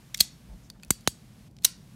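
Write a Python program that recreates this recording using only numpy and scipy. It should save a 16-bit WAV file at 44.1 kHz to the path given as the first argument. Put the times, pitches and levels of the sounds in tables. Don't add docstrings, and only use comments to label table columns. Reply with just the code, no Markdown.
import sys
import numpy as np
from scipy import signal
from scipy.fft import rfft, irfft
from scipy.io import wavfile

SR = 44100
rng = np.random.default_rng(int(sys.argv[2]) if len(sys.argv) > 2 else 0)


def invert_db(level):
    return 10 ** (np.asarray(level, dtype=float) / 20)


def log_audio(samples):
    frames = np.atleast_2d(samples).T
    limited = np.clip(frames, -1, 1)
    pcm = np.round(limited * 32767).astype(np.int16)
    wavfile.write(sys.argv[1], SR, pcm)


N = 85995


def evened(x):
    return x / np.sqrt(np.mean(x ** 2) + 1e-20)


def read(points, hz):
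    point_hz, value = np.transpose(points)
    return np.interp(np.log(hz + 1), np.log(point_hz + 1), value)


def add(mix, start_s, sound):
    part = mix[round(start_s * SR):][:len(sound)]
    part += sound[:len(part)]


def shaped(gain):
    spectrum = rfft(rng.standard_normal(N))
    return evened(irfft(spectrum * gain(np.fft.rfftfreq(N, 1 / SR)), N))


def bunch(hz, width, count):
    return np.repeat(hz, count) + np.repeat(width, count) * rng.uniform(-1, 1, len(hz) * count)


def ring(hz, db, t60, length, rise_s=.0001):
    t = np.arange(length) / SR
    phase = 2 * np.pi * (hz[:, None] * t + rng.random((len(hz), 1)))
    decay = invert_db(db[:, None] - 60 * t / t60[:, None])
    return (decay * np.sin(phase)).sum(0) * np.minimum(t / rise_s, 1)


# pitch_hz, level_db
HUM_SPECTRUM = [(15, -11), (25, 6), (86, -12.5), (123, -3.5), (200, -5), (290, -18), (430, -25),
                (694, -25.5), (1500, -27.5), (1950, -67), (3300, -120)]
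# pitch_hz, level_db
HISS_SPECTRUM = [(410, -31.5), (700, -11.5), (1170, -8), (1250, -10), (2240, -10.5), (4860, -13),
                 (12600, -18), (16000, -27.5)]
# start_s, level_db
HISS_GATE = [(0, -2.5), (0.129, -2.5), (.3, -3), (0.669, -4.5), (.72, -10.5), (0.798, -10), (.9, -6),
             (.92, -3.5), (1.199, -4), (1.481, -3.5), (1.488, -14), (1.604, -14), (1.643, 0), (1.7, -5.5),
             (1.95, -3)]
HUM_DB, HISS_DB = -52.5, -60


def floor():
    def hum_gain(hz):
        return invert_db(read(HUM_SPECTRUM, hz)) / (1 + (42 / (hz + 1)) ** 8) / (1 + (hz / 900) ** 6)

    def hiss_gain(hz):
        return invert_db(read(HISS_SPECTRUM, hz)) / (1 + (600 / (hz + 1)) ** 6) * (hz < 15800)

    gate_db = np.interp(np.arange(N) / SR, *np.transpose(HISS_GATE))
    return invert_db(HUM_DB) * shaped(hum_gain) + invert_db(HISS_DB + gate_db) * shaped(hiss_gain)


# pitch_hz, t60_s
ROOM_DECAY = [(1000, 0.36), (2500, 0.31), (5000, 0.35), (9000, 0.22), (15000, 0.074)]


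def room(x):
    taps = np.zeros(SR // 2)
    at = np.arange(120, len(taps) - 20, 20)
    taps[at + rng.integers(0, 20, len(at))] = rng.choice([-1., 1.], len(at))
    hz, t, bands = signal.stft(taps, SR, nperseg=128)
    absorbed = bands * invert_db(-60 * t / read(ROOM_DECAY, hz)[:, None])
    tail = signal.istft(absorbed, SR, nperseg=128)[1]
    return signal.fftconvolve(x, tail / np.linalg.norm(tail))[:N]


# start_s, length_s, level_db, pitch_hz, width_hz
RUBS = [
    (.62, .065, -67, 6400, 1300),
    (1.06, .025, -52, 3080, 100),
    (.485, .09, -40.5, 54, 9),
    (.475, .09, -59, 450, 600),
    (1.642, .025, -47, 380, 40),
    (.86, .045, -50, 55, 15),
    (.74, .04, -69, 1500, 600),
]


def rubs():
    out = np.zeros(N)
    for start_s, length_s, level_db, pitch_hz, width_hz in RUBS:
        size = round(length_s * SR)
        noise = shaped(lambda f: np.exp(-((f - pitch_hz) / width_hz) ** 2))
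        add(out, start_s, invert_db(level_db) * np.hanning(size) ** .5 * evened(noise[:size]))
    return out


# start_s, peak_db, centre_hz, t60_s
TICKS = [(0.1736, -25.5, 7860, 0.016), (.1782, -29.5, 6800, 0.033), (0.189, -34.5, 4600, 0.04),
         (0.1956, -29, 4980, 0.052), (0.2001, -20.5, 7200, 0.017), (0.7009, -25, 5560, 0.012),
         (.7020, -40.5, 4560, 0.032), (0.799, -48, 2100, .015), (0.8269, -45, 5010, .02),
         (0.8337, -32.5, 6040, 0.018), (0.8327, -38, 2800, 0.047), (0.8483, -36, 8950, 0.012),
         (0.8824, -45, 9170, 0.0093), (1.0090, -43, 6760, 0.023), (1.5117, -54, 8000, .02),
         (1.5665, -44.5, 4915, 0.026), (1.5865, -44.5, 4000, 0.03), (1.622, -48.5, 9800, .03),
         (1.6235, -48.5, 4500, 0.017), (1.6352, -36, 5490, 0.022), (1.6389, -36, 6700, 0.038),
         (1.6412, -36, 8800, 0.022)]


def ticks():
    out = np.zeros(N)
    count, spread_octaves = 60, 1.0
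    for start_s, peak_db, centre_hz, t60_s in TICKS:
        hz = 1250 * (16000 / 1250) ** ((np.arange(count) + rng.random(count)) / count)
        octaves = np.log2(hz / centre_hz)
        level = -6 * (octaves / spread_octaves) ** 2 + 3 * rng.standard_normal(count)
        tone = ring(hz, level, t60_s * rng.uniform(0.37, 0.6, count), 2200)
        add(out, start_s, invert_db(peak_db) * tone / np.linalg.norm(invert_db(level)) / 1.3)
    return out


# start_s, level_db, pitch_hz, t60_s
PINGS = [(.1462, -47.5, 2060, .035), (.1895, -37.5, 4550, .025), (.7004, -53, 1000, .025),
         (.7004, -40, 3710, .02), (.7004, -39, 4600, .025), (.2072, -30.5, 1200, 0.021),
         (.8335, -41.5, 2570, .03), (.8335, -48, 4400, .03), (.8335, -59, 3300, .025),
         (.9345, -46, 6100, .03), (1.6235, -51, 4300, .03), (1.6400, -39.5, 3900, .015),
         (1.6620, -30, 5600, .03), (.2075, -29, 690, .02), (1.6480, -41, 800, 0.041),
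         (1.6480, -41.5, 1060, 0.06), (.1462, -43.5, 1260, 0.019), (.1462, -42.5, 1750, 0.023),
         (1.0756, -17.5, 6580, .016), (.8335, -52, 1400, .03)]


def pings():
    out = np.zeros(N)
    for start_s, level_db, pitch_hz, t60_s in PINGS:
        add(out, start_s, ring(*np.array([[pitch_hz], [level_db], [t60_s]]), 2500))
    return out


BLOW_TIMES = [
    .2078,
    .9056,
    .9064,
    1.0750,
]
# level_db, corner_hz (above it the push fades)
BLOWS = [
    (-7, 220),
    (-6.5, 1900),
    (-5.5, 650),
    (-3, 2000),
]
# pitch_hz, level_db
BLOW_SPECTRUM = [(24, -28.5), (40, -5.5), (181, -0.5), (2890, -8), (4020, -11.5), (8000, -16),
                 (10400, -43.5), (17600, -120)]


def blows():
    out = np.zeros(N)
    hz = np.fft.rfftfreq(8192, 1 / SR) + 1
    lag_cycles, lag_hz = .72, 106
    lag = np.exp(-2j * np.pi * lag_cycles * np.log(hz / lag_hz))
    for start_s, (level_db, corner_hz) in zip(BLOW_TIMES, BLOWS):
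        push = invert_db(read(BLOW_SPECTRUM, hz)) / (1 + (hz / corner_hz) ** 2) / (1 + (42 / hz) ** 8)
        add(out, start_s, invert_db(level_db + 23.5) * irfft(push * lag)[:4000])
    return out


def spike():
    start_s, level_db, pitch_hz = 1.07535, -1.5, 4200
    turns = (np.arange(N) / SR - start_s) * pitch_hz
    return invert_db(level_db) * np.sin(2 * np.pi * turns) * np.exp(-(turns / .45) ** 2)


def snap(hits, part, body, body_db, crack_db, rise_s):
    tones, cracks, shimmer = np.zeros((3, N))
    hz, width, db = np.transpose(part)
    crack_filter = signal.butter(2, [2200, 14000], "band", fs=SR)
    crack_t60, uneven_db = .008, 2.5
    for start_s, peak_db, bright, t60_s in hits:
        t60_s = min(t60_s, .022)
        level = np.repeat(db + bright * np.log2(hz / 5000), 3)
        level = level + uneven_db * rng.standard_normal(len(level))
        decay_s = t60_s * rng.uniform(.7, 1.2, len(level))
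        tone = ring(bunch(hz, width / 2, count=3), level, decay_s, 2000, rise_s)
        add(tones, start_s, invert_db(peak_db) * tone / np.linalg.norm(invert_db(db)) / 2.05)
        noise = signal.lfilter(*crack_filter, rng.standard_normal(2000))
        fade_db = -60 * np.arange(2000) / SR / min(t60_s, crack_t60)
        add(cracks, start_s, noise * invert_db(peak_db + crack_db + fade_db))
    hz, width, db, t60 = np.transpose(body)
    level = np.repeat(db, 40) + rng.standard_normal(40 * len(hz))
    glow = ring(bunch(hz, width, count=40), level, np.repeat(t60, 40), 7000)
    strongest_s = max(hits, key=lambda hit: hit[1])[0]
    add(shimmer, strongest_s, invert_db(body_db - 20.5) * glow)
    return tones + cracks + shimmer, .35 * tones + 2 * cracks


# pitch_hz, width_hz, level_db, t60_s
FRAME = [(2800, 800, -5.5, 0.13), (4000, 500, -5.5, 0.18), (4580, 260, -7.5, .2), (5630, 1200, -1, 0.17),
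         (8310, 900, -3, .17), (7500, 2200, 0, 0.097), (12300, 3400, 0.5, 0.1)]
# start_s, peak_db, bright_db_per_octave, t60_s
LATCH_HITS = [
    (.1439, -25.5, 4, 0.014),
    (.1460, -18, -3.5, 0.011),
    (.1468, -25, -1, 0.022),
]
# pitch_hz, width_hz, level_db
LATCH = [(2100, 68, -4.5), (3320, 180, -1), (3640, 330, -2), (4440, 140, -11.5), (5550, 400, -4),
         (6400, 700, -7), (7600, 220, -11.5), (8070, 120, -11.5), (9240, 110, -18), (10800, 300, -17),
         (11200, 150, -14), (12800, 400, -18.5)]


def latch(body_db, crack_db, rise_s):
    return snap(LATCH_HITS, LATCH, FRAME, body_db, crack_db, rise_s)


# start_s, peak_db, bright_db_per_octave, t60_s
SPRING_HITS = [
    (.2039, -4.5, 1, 0.044),
    (.2050, -8, -1.5, 0.0058),
    (.2064, 0.5, 0.0095, 0.011),
    (.2076, -1, 0.3, 0.019),
    (.2102, -2, -0.29, 0.0035),
    (.2122, -14, 1, 0.023),
]
# pitch_hz, width_hz, level_db
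SPRING = [(2400, 90, -18), (2900, 600, -13), (3320, 110, -7), (3930, 82, 0), (4280, 200, -1), (4495, 74, 0),
          (4980, 27, -11), (5040, 60, -2.5), (6520, 190, -6.5), (7730, 94, -8.5), (8470, 88, -5.5),
          (9360, 130, -7.5), (11330, 140, -13.5), (13340, 660, -10.5)]


def spring(body_db, crack_db, rise_s):
    return snap(SPRING_HITS, SPRING, FRAME, body_db, crack_db, rise_s)


# pitch_hz, width_hz, level_db, t60_s
CYLINDER = [(2990, 300, -17.5, 0.15), (4600, 110, -5, 0.25), (5500, 400, -8.5, .2), (6800, 500, -8, .2),
            (8370, 1000, -2.5, .22), (9000, 1300, -8, .15), (7500, 5000, 0, 0.14), (11400, 500, -8.5, .12),
            (12800, 4300, 1, .1)]
# start_s, peak_db, bright_db_per_octave, t60_s
STOP_HITS = [
    (.9053, -18, 3.8, .008),
    (.9058, -3.5, -3.5, 0.0068),
    (.9070, -5.5, 2.3, 0.013),
    (.9095, -19.5, 1, 0.014),
]
# pitch_hz, width_hz, level_db
STOP = [(2090, 220, -6), (4050, 360, -9.5), (3880, 160, -7), (6120, 170, -3), (7060, 230, -4.5),
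        (7100, 130, 2.5), (8380, 170, 2), (9800, 350, -12.5), (10500, 250, -9), (10400, 130, -12),
        (11900, 300, -9), (12500, 180, -10.5)]


def stop(body_db, crack_db, rise_s):
    return snap(STOP_HITS, STOP, CYLINDER, body_db, crack_db, rise_s)


# start_s, peak_db, bright_db_per_octave, t60_s
COCK_HITS = [
    (1.0745, -24, 0, .01),
    (1.0755, -12, -2, .006),
    (1.0764, -16, -1, .009),
    (1.0785, -19, 0, .012),
    (1.0800, -22, -4, .02),
]
# pitch_hz, width_hz, level_db
COCK = [(3660, 94, -10), (4030, 240, 0.5), (4500, 240, -7.5), (5380, 150, -12), (5730, 140, -1),
        (6570, 240, 1), (6980, 82, -3.5), (7600, 99, -8.5), (8800, 130, -4), (9780, 190, -17),
        (11040, 290, 1), (13100, 150, -19.5)]


def cock(body_db, crack_db, rise_s):
    return snap(COCK_HITS, COCK, CYLINDER, body_db, crack_db, rise_s)


# start_s, peak_db, bright_db_per_octave, t60_s
FALL_HITS = [
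    (1.6454, -11, 3.5, 0.015),
    (1.6466, -14, -4, 0.01),
    (1.6483, -3, 1, 0.016),
    (1.6503, -1.5, 2, 0.012),
    (1.6516, -10.5, -0.5, 0.021),
    (1.6540, -10, -5, 0.0071),
]
# pitch_hz, width_hz, level_db
FALL = [(3150, 130, -9.5), (3720, 150, -4.5), (4030, 91, -2), (5338, 65, -1), (6100, 230, -1.5),
        (6820, 160, -5), (7960, 250, 0.5), (8800, 97, -5.5), (9300, 110, -5), (10950, 150, -7.5),
        (11260, 100, -7), (11700, 110, -16), (12700, 220, -11.5), (13830, 100, -6.5)]


def fall(body_db, crack_db, rise_s):
    return snap(FALL_HITS, FALL, FRAME, body_db, crack_db, rise_s)


# body_db, room_db, crack_db, rise_s
SENDS = [
    (-48.5, -21, -8, 0.00015),
    (-28.5, -21.5, -8.5, 0.00053),
    (-37, -26.5, -6, 0.00034),
    (-37, -23, -5, 0.000058),
    (-31.5, -21.5, -6, 0.00045),
]


def scene():
    steel = ticks() + pings()
    send = invert_db(-23.5) * steel
    for strike, (body_db, room_db, crack_db, rise_s) in zip([latch, spring, stop, cock, fall], SENDS):
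        direct, diffuse = strike(body_db, crack_db, rise_s)
        steel = steel + direct
        send = send + invert_db(room_db) * diffuse
    return (steel + room(send) + spike() + blows() + rubs() + floor())[None]


def roll_off(x):
    return signal.sosfilt(signal.butter(12, 16820, fs=SR, output="sos"), x)


def record(dry):
    lowpass = signal.firwin(255, 16300, window=("kaiser", 8), fs=SR)
    mix = signal.oaconvolve(np.clip(dry, -1, 1), lowpass[None], "same")
    return roll_off(mix)


dry = scene()
out = record(dry)
log_audio(out)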